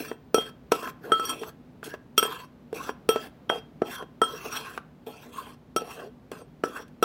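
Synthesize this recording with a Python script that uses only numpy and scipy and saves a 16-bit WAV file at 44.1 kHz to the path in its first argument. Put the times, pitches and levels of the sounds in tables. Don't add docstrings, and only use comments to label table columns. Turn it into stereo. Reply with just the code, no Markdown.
import sys
import numpy as np
from scipy import signal
from scipy.fft import rfft, irfft, next_fast_len
from scipy.io import wavfile
from scipy.ndimage import uniform_filter1d, map_coordinates

SR = 44100
rng = np.random.default_rng(int(sys.argv[2]) if len(sys.argv) > 2 else 0)


def natural_amplitude(level_db):
    exponent = np.asarray(level_db, float) / 20
    return 10 ** exponent


def dump(signal):
    limited = np.clip(np.atleast_2d(signal).T, -1, 1)
    pcm = np.round(limited * 32767).astype(np.int16)
    wavfile.write(sys.argv[1], SR, pcm)


N = 310464

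# frequency in Hz, density in dB per Hz.
AIR = [(20, -40.5), (45, -15.5), (190, -8.5), (1100, -26), (4000, -38), (9000, -53), (15600, -41.5),
       (15900, -75.5)]
AIR_DB = -54
# frequency in Hz, correlation from -1 to 1.
AIR_ALIKE = [(60, 0.96), (180, 0.99), (550, 0.89), (1650, -0.25), (4970, -0.4), (15000, -0.73)]
# frequency in Hz, left over right in dB.
AIR_PAN = [(60, 0), (180, -1), (550, -3.5), (1650, -4), (4970, -2.5), (15000, 1)]
# frequency in Hz, level in dB, width in Hz.
HUM = [(59, -67.5, 4), (149, -58, 20), (243.3, -56.5, 11.62)]
# frequency in Hz, 60 dB decay time in seconds.
KITCHEN = [(200, 0.25), (2000, 0.33), (10000, .12)]
# frequency in Hz, left over right in dB.
NEAR_PAN = [(200, 3), (400, -9), (700, -10.5), (1300, -3.5), (2400, -3.5), (4400, -8.5), (8000, -3),
            (15000, -3.5)]

# frequency in Hz, 60 dB decay time in seconds, level in dB, left over right in dB, left lead in rad.
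COUNTER = [(279, 0.033, -12, 2.5, -.2), (405, 0.019, 1.5, -11.5, 0.61), (529.4, 0.017, -5, -7, -2.3),
           (624.5, 0.025, -7.5, -6.5, -1.2)]
# frequency in Hz, left over right in dB, left lead in rad, level column (index).
BOWL = [(1317, -6, -.7, 0), (3226, -8, -.4, 1), (5655, -14, 2.4, 2), (8538, -9, -.4, 3), (10720, 2, .3, 4),
        (11836, -1, -.2, 4), (12778, 3, -1.8, 4), (15475, 1, 1.8, 4)]
# 60 dB decay time in seconds, level in dB.
RING_OUT = [(0.15, -0.5), (0.2, 0), (0.1, -3.5), (0.11, -1.5), (.07, -2), (0.11, -5), (0.24, -2.5),
            (.07, 0.5)]
# frequency in Hz, width in Hz, level in dB.
SPOON = [(1059, 92, 4), (1617, 186, -2.5)]
# frequency in Hz, width in Hz, level in dB.
GRIT = [(2695, 210, 5), (3252, 280, 1), (4330, 750, -6.5), (5490, 460, -8.5), (6400, 890, -19.5),
        (7650, 580, -17), (8090, 1300, -17.5), (9090, 460, -27), (10750, 860, -9.5), (12390, 1700, -28),
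        (12960, 430, -21.5), (14800, 790, -19)]

# time in seconds, peak in dB, rim wobble in dB, snap in dB, tick in dB.
BLOWS = [(0.342, -8.5, -5.5, -19, -19), (0.717, -5, -14, -8, -21), (1.117, -11, -8, -11, -28),
         (1.827, -26.5, -24.5, -5, -35), (2.177, -13, -15.5, -6, -11), (2.726, -23, 1, -14.5, -30.5),
         (3.088, -10, 3, -11, -20.5), (3.496, -12.5, -28.5, -3, -45.5), (3.817, -6, -14, -17.5, -56.5),
         (4.215, -10.5, -5.5, -8, -28), (5.068, -31, -4, -23, -30.5), (5.76, -11, -16, -27, -20),
         (6.314, -23, -30, -10.5, -24.5), (6.635, -9, -17, -11, -37), (7.024, -7.5, -6.5, -16, -24.5)]
# time in seconds, peak in dB, snap in dB, tick in dB.
BUMPS = [(0.112, -19.5, -10, -53), (0.379, -11, -18, -51), (0.827, -25, -8, -22),
         (0.872, -41.5, 18.5, -23.5), (1.194, -24, -8, -22.5), (1.413, -30, -21.5, -25),
         (1.431, -36, 11.5, -25), (1.937, -22.5, -5.5, -68), (2.225, -13.5, -4, -27),
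         (2.25, -24.5, -6, -42), (2.89, -20.5, -2, -47), (3.157, -10.5, -12, -34), (4.022, -26, -9, -44.5),
         (4.524, -41.5, 9, -8), (4.774, -32, 11, -21), (5.817, -25.5, -22.5, -34), (6.604, -61, -2, -17),
         (6.878, -50.5, -17, -13)]
BUMP_RIM_DB, BUMP_RIM_PER_SNAP = -18.5, -.8
# time in seconds, then the levels of modes 1, 2, 3 and 4 in dB.
STRIKES = [(0.344, -17, -26, -19, -28.5), (0.383, -32, -23.5, -31.5, -40), (0.717, -19.5, -56, -34, -59.5),
           (1.119, -10.5, -20.5, -39, -36), (1.196, -20, -33.5, -41, -40), (1.252, -35, -34.5, -25, -33),
           (1.293, -27, -28, -28, -28.5), (2.178, -12.5, -14.5, -11.5, -24),
           (2.198, -27, -28.5, -38, -32.5), (2.226, -26.5, -27, -31.5, -25),
           (3.089, -18.5, -24.5, -23.5, -25), (3.494, -30, -23, -37.5, -49),
           (4.216, -11, -25.5, -37, -34.5), (4.237, -22, -27, -50, -31.5), (4.524, -32, -48, -31, -43),
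           (4.566, -39, -35.5, -32, -39.5), (5.763, -17.5, -32, -25, -34.5),
           (7.026, -12.5, -28.5, -23.5, -34)]
# time in seconds, then the levels of mode 1, mode 2 and the upper modes in dB.
TOUCHES = [(0.003, -53, -74, -58), (0.082, -43, -49.5, -45), (0.824, -32, -43, -60), (1.338, -60, -52, -41),
           (1.393, -61, -47.5, -38.5), (2.32, -64, -41.5, -58), (3.158, -28, -39.5, -64),
           (3.817, -31.5, -55.5, -54), (3.84, -45, -64, -55), (6.665, -47, -64, -60),
           (0.76, -39.5, -55, -51), (3.964, -55.5, -41.5, -65), (5.786, -57, -48.5, -41),
           (5.88, -55, -70, -72), (6.636, -27.5, -63, -40.5)]
TOUCH_FOURTH_DB, TOP_DB, TOP_GROWS = -9.5, -0.5, 1.29

# start in seconds, lift in seconds, bowl rumble in dB, spoon scrape in dB, edge grit in dB.
STROKES = [(0.002, 0.132, -44.5, -52, -71), (0.356, 0.492, -48.5, -46, -48.5),
           (0.716, 0.898, -59, -45.5, -45.5), (1.04, 1.13, -42, -45.5, -59), (1.118, 1.496, -45, -66, -52),
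           (1.84, 1.948, -49, -42.5, -54.5), (2.171, 2.448, -56.5, -58, -53.5),
           (2.743, 2.901, -46, -48.5, -45.5), (3.102, 3.273, -44, -50.5, -48),
           (3.494, 3.588, -41, -50, -51), (3.854, 4.032, -47.5, -60, -59.5),
           (4.224, 4.769, -49.5, -52, -49), (5.066, 5.546, -57, -68.5, -57),
           (5.767, 6.076, -42.5, -64, -65.5), (6.316, 6.418, -43.5, -48.5, -58.5),
           (6.639, 6.826, -45, -47.5, -52.5), (7.029, 7.103, -43, -42, -38)]
# time in seconds, bowl rumble in dB, spoon scrape in dB, edge grit in dB.
PUSHES = [(0.005, -44, -40.5, -39), (0.049, -52.5, -44, -45), (.85, -39.5, -40, -50.5),
          (.9, -66.5, -39, -47), (1.244, -45, -40, -43.5), (1.298, -37, -42, -39.5),
          (1.42, -39.5, -67, -52.5), (1.491, -62, -48, -49), (1.841, -66, -49, -39),
          (2.248, -35, -39, -41.5), (2.328, -58.5, -33.5, -43.5), (2.399, -62, -40, -54.5),
          (2.772, -41, -57.5, -47), (2.889, -39, -39.5, -55.5), (3.16, -37.5, -50.5, -75),
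          (3.88, -39, -49, -48.5), (3.934, -49.5, -34.5, -39), (3.98, -72.5, -42, -89),
          (4.35, -40.5, -52.5, -60.5), (4.458, -38, -43.5, -45.5), (4.532, -60, -40, -37),
          (4.562, -36, -31.5, -37.5), (4.67, -66, -38.5, -53), (5.07, -43.5, -56.5, -49.5),
          (5.232, -68, -48, -54), (5.383, -63, -37.5, -42.5), (5.47, -58, -46.5, -52),
          (5.91, -45.5, -46, -42.5), (5.998, -39.5, -40, -54.5), (6.775, -44, -44.5, -46.5)]
TOUCH_DB_PER_S, LIFT_DB_PER_S = 7006, 1205.5
EASE_IN_DB_PER_S = 706
SAG_DB = -3
PUSH_RISE_DB_PER_S, PUSH_FALL_DB_PER_S = 338, 231.5
SHAKE_DB, SHAKE_PER_TICK, SHAKE_DB_PER_S = -12.5, 0.3, 331
SPRAY_DB, SPRAY_DB_PER_S = -14.5, 137
SING_DB = -10.5


def unit(x):
    return x / np.sqrt(np.mean(x ** 2) + 1e-20)


def along(points, hz):
    f, v = np.transpose(points)
    return np.interp(np.log(hz + 1), np.log(f + 1), v)


def wobble(rate):
    knots = rng.standard_normal(int(N * rate / SR) + 4)
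    return map_coordinates(knots, [np.arange(N) * rate / SR])


def filtered(x, response):
    m = next_fast_len(N + SR // 2)
    return irfft(rfft(x, m) * response(np.fft.rfftfreq(m, 1 / SR)), m)[..., :N]


def resonances(modes, sign=-1):
    def response(f):
        return sum(sign ** k * natural_amplitude(db) * 1j * f * width / (hz * hz - f * f + 1j * f * width)
                   for k, (hz, width, db) in enumerate(modes))
    return response


def sides(pan_db, lead=0.):
    return np.array([natural_amplitude(pan_db / 2) * np.exp(1j * lead), natural_amplitude(-pan_db / 2) + 0j])


def pair(x, alike, pan):
    def mixing(hz):
        angle = np.arccos(np.clip(along(alike, hz), -1, 1)) / 2
        return np.array([np.cos(angle), np.sin(angle)])
    mid, side = filtered(x, mixing)
    return filtered(np.array([mid + side, mid - side]), lambda hz: sides(along(pan, hz)))


def decay(t, hz, t60, attack):
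    envelope = natural_amplitude(-60 * t / t60) + 0.007 * natural_amplitude(-20 * t / t60)
    return envelope * (1 - np.exp(-t / attack)) * np.exp(2j * np.pi * hz * t)


def room_tone():
    air = unit(filtered(rng.standard_normal((2, N)), lambda hz: natural_amplitude(along(AIR, hz))))
    hum = sum(natural_amplitude(db) * unit(filtered(rng.standard_normal(N), resonances([(hz, width, 0)])))
              for hz, db, width in HUM)
    return natural_amplitude(AIR_DB + 0.76 * wobble(1.3)) * pair(air, AIR_ALIKE, AIR_PAN) + hum


def kitchen(x):
    hz, t, z = signal.stft(rng.standard_normal((2, SR // 2)), SR, nperseg=256)
    fading = natural_amplitude(-60 * t / along(KITCHEN, hz)[:, None])
    tail = signal.istft(z * fading, SR, nperseg=256)[1]
    delayed = np.pad(x, ((0, 0), (300, 0)))
    return signal.fftconvolve(delayed, tail / np.linalg.norm(tail[0]), axes=1)[:, :N]


def contacts():
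    bumps = [(s, db, BUMP_RIM_DB + BUMP_RIM_PER_SNAP * snap, snap, tick) for s, db, snap, tick in BUMPS]
    return sorted(BLOWS + bumps)


def knocks():
    out, bursts = np.zeros((2, N + SR)), np.zeros((2, 2, N + SR))
    t = np.arange(SR // 6) / SR
    rim = sides(-7.5, -.6)[:, None] * decay(t, 446, 0.071, .0015)
    fading = natural_amplitude(-60 * t / .02) + .35 * natural_amplitude(-60 * t / .045)
    for s, db, rim_db, snap_db, tick_db in contacts():
        at = round((s + .0024) * SR)
        luck = rng.standard_normal((3, len(COUNTER)))
        body = sum(natural_amplitude(level + 2 * a) * sides(pan + b, lead)[:, None] * decay(t, hz * (1 + 0.036 * c), t60, 0.00094)
                   for (hz, t60, level, pan, lead), a, b, c in zip(COUNTER, *luck))
        out[:, at:at + len(t)] -= natural_amplitude(db) * (body + natural_amplitude(rim_db) * rim).imag
        burst = rng.standard_normal((2, 2, len(t))) * fading
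        burst[0, 0, 0] = -4.0
        gains = natural_amplitude(db + 8.5 + np.array([snap_db, tick_db]))
        bursts[..., at:at + len(t)] += gains[:, None, None] * burst

    def tick_response(hz):
        return natural_amplitude(3.5) * np.sqrt(hz / 1500) / (1 + (hz / 13000) ** 4) * resonances(GRIT, sign=1)(hz)
    snap = filtered(bursts[0, :, :N], resonances([(1000, 500, 2.0), (1540, 472, 2.5), (2737, 680, -12.5)]))
    tick = filtered(bursts[1, :, :N], tick_response)
    return out[:, :N] + pair(snap + tick, [(1000, 0.61), (8000, 0.28)], NEAR_PAN)


def ring_levels():
    rows = sorted(STRIKES + [(*row, row[3] + TOUCH_FOURTH_DB) for row in TOUCHES])
    return [(*row, TOP_DB + TOP_GROWS * (row[3] + row[4]) / 2) for row in rows]


def rings():
    out = np.zeros((2, N + SR))
    rows = ring_levels()
    free = [decay(np.arange(SR // 3) / SR, hz, t60, 0.00061) for (hz, *_), (t60, _) in zip(BOWL, RING_OUT)]
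    stops = [row[0] for row in rows[1:]] + [99]
    for (s, *levels), stop in zip(rows, stops):
        t = np.arange(int(SR * min(stop - s + 1 / 20, 1 / 3))) / SR
        luck = rng.standard_normal((len(BOWL), 2))
        chatter = [np.interp(t * 90, np.arange(len(knots)), natural_amplitude(hz / 2600 * knots))
                   for (hz, *_), knots in zip(BOWL, rng.standard_normal((len(BOWL), 60)))]
        ring = sum(natural_amplitude(levels[col] + db) * sides(pan + 0.5 * a, lead + 0.3 * b)[:, None] * (shake * mode[:len(t)])
                   for (hz, pan, lead, col), (_, db), (a, b), shake, mode
                   in zip(BOWL, RING_OUT, luck, chatter, free))
        held = natural_amplitude(-60 * np.clip(t - (stop - s), 0, None) / 0.0035)
        out[:, round(s * SR):round(s * SR) + len(t)] += ring.imag * held
    return out[:, :N]


def total(gains):
    return np.sqrt(np.sum(gains ** 2, axis=0))


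def stroke_gains():
    t = np.arange(0, N / SR + 1 / 500, 1 / 500)
    start, lift, *drag = np.transpose(STROKES)[..., None]
    hit, peak, _, _, tick = np.transpose(BLOWS)[..., None]
    opened_by_blow = abs(start - hit.T).min(axis=1, keepdims=True) < 1 / 50
    closing = np.where(opened_by_blow, TOUCH_DB_PER_S, EASE_IN_DB_PER_S)
    contact = natural_amplitude(-closing * np.clip(start - t, 0, None) - LIFT_DB_PER_S * np.clip(t - lift, 0, None))
    touching = total(contact).clip(0, 1)
    tired = SAG_DB * ((t - start) / (lift - start)).clip(0, 1)
    at, *push = np.transpose(PUSHES)[..., None]
    swell = -PUSH_RISE_DB_PER_S * np.clip(at - t, 0, None) - PUSH_FALL_DB_PER_S * np.clip(t - at, 0, None)
    rumble, scrape, grit = [np.hypot(total(contact * natural_amplitude(d + tired)), touching * total(natural_amplitude(p + swell)))
                            for d, p in zip(drag, push)]
    since = np.where(t > hit, t - hit, np.inf)
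    shake = touching * total(natural_amplitude(peak + SHAKE_DB + SHAKE_PER_TICK * tick - SHAKE_DB_PER_S * since))
    spray = touching * total(natural_amplitude(peak + tick + SPRAY_DB - SPRAY_DB_PER_S * since))
    sing = natural_amplitude(SING_DB) * np.sqrt(grit * rumble)
    gains = np.hypot(rumble, shake), scrape, np.hypot(grit, spray), sing
    return [np.interp(np.arange(N) / SR, t, g) for g in gains]


def crumbs(rate, spread_db, lumpy_db):
    happens = rng.random((2, N)) < rate / SR
    size = rng.standard_normal((2, N)) * natural_amplitude(spread_db * rng.exponential(1, (2, N)))
    return happens * size * natural_amplitude(lumpy_db * wobble(70))


def patchy(x, depth_db, size):
    z = signal.stft(x, nperseg=size)[2]
    field = uniform_filter1d(rng.standard_normal(z.shape[1:]), size=3, axis=0)
    field = uniform_filter1d(field, size=6144 // size, axis=1)
    gain = natural_amplitude(depth_db * unit(field) - depth_db ** 2 * np.log(10) / 20)
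    return signal.istft(z * gain, nperseg=size)[1][:, :N]


def strokes():
    rumble, scrape, grit, sing = stroke_gains()
    foot = resonances([(268.6, 60, -2.0), (442.3, 43.0, 2.5), (700, 260, -9.5)])
    modes = resonances([(hz, 25, db - hz / 1500) for (hz, *_), (_, db) in zip(BOWL, RING_OUT)])
    layers = [(rumble, crumbs(5000, 1.1, 1.5), foot),
              (scrape, crumbs(6000, 1.1, 1.6), resonances(SPOON)),
              (grit, crumbs(10000, 1.6, 1.8), resonances(GRIT, sign=1)),
              (sing, crumbs(4000, 1.5, 3), modes)]
    hz = np.linspace(0, SR / 2, num=8192)
    scraping = sum(filtered(gain * unit(x), shape) / np.linalg.norm(shape(hz)) * np.sqrt(len(hz))
                   for gain, x, shape in layers)
    scraping = patchy(scraping, depth_db=4.5, size=256)
    scraping = patchy(scraping, depth_db=2.5, size=1024)
    return pair(natural_amplitude(2.0) * scraping, [(400, 0.8), (1500, 0.22), (5000, 0.25), (14000, 0.25)], NEAR_PAN)


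def scene():
    bowl = knocks() + rings() + strokes()
    bowl = filtered(bowl, lambda hz: (1j * hz / (120 + 1j * hz)) ** 3)
    return bowl + natural_amplitude(-15.0) * kitchen(bowl) + room_tone()


def band_limit(x):
    return signal.sosfilt(signal.butter(12, 16520, fs=SR, output="sos"), x)


def record(dry):
    closed = filtered(np.clip(dry, -1, 1), lambda hz: np.where(hz < 15850, 1, natural_amplitude(-45)))
    return band_limit(closed)


dry = scene()
out = record(dry)
dump(out)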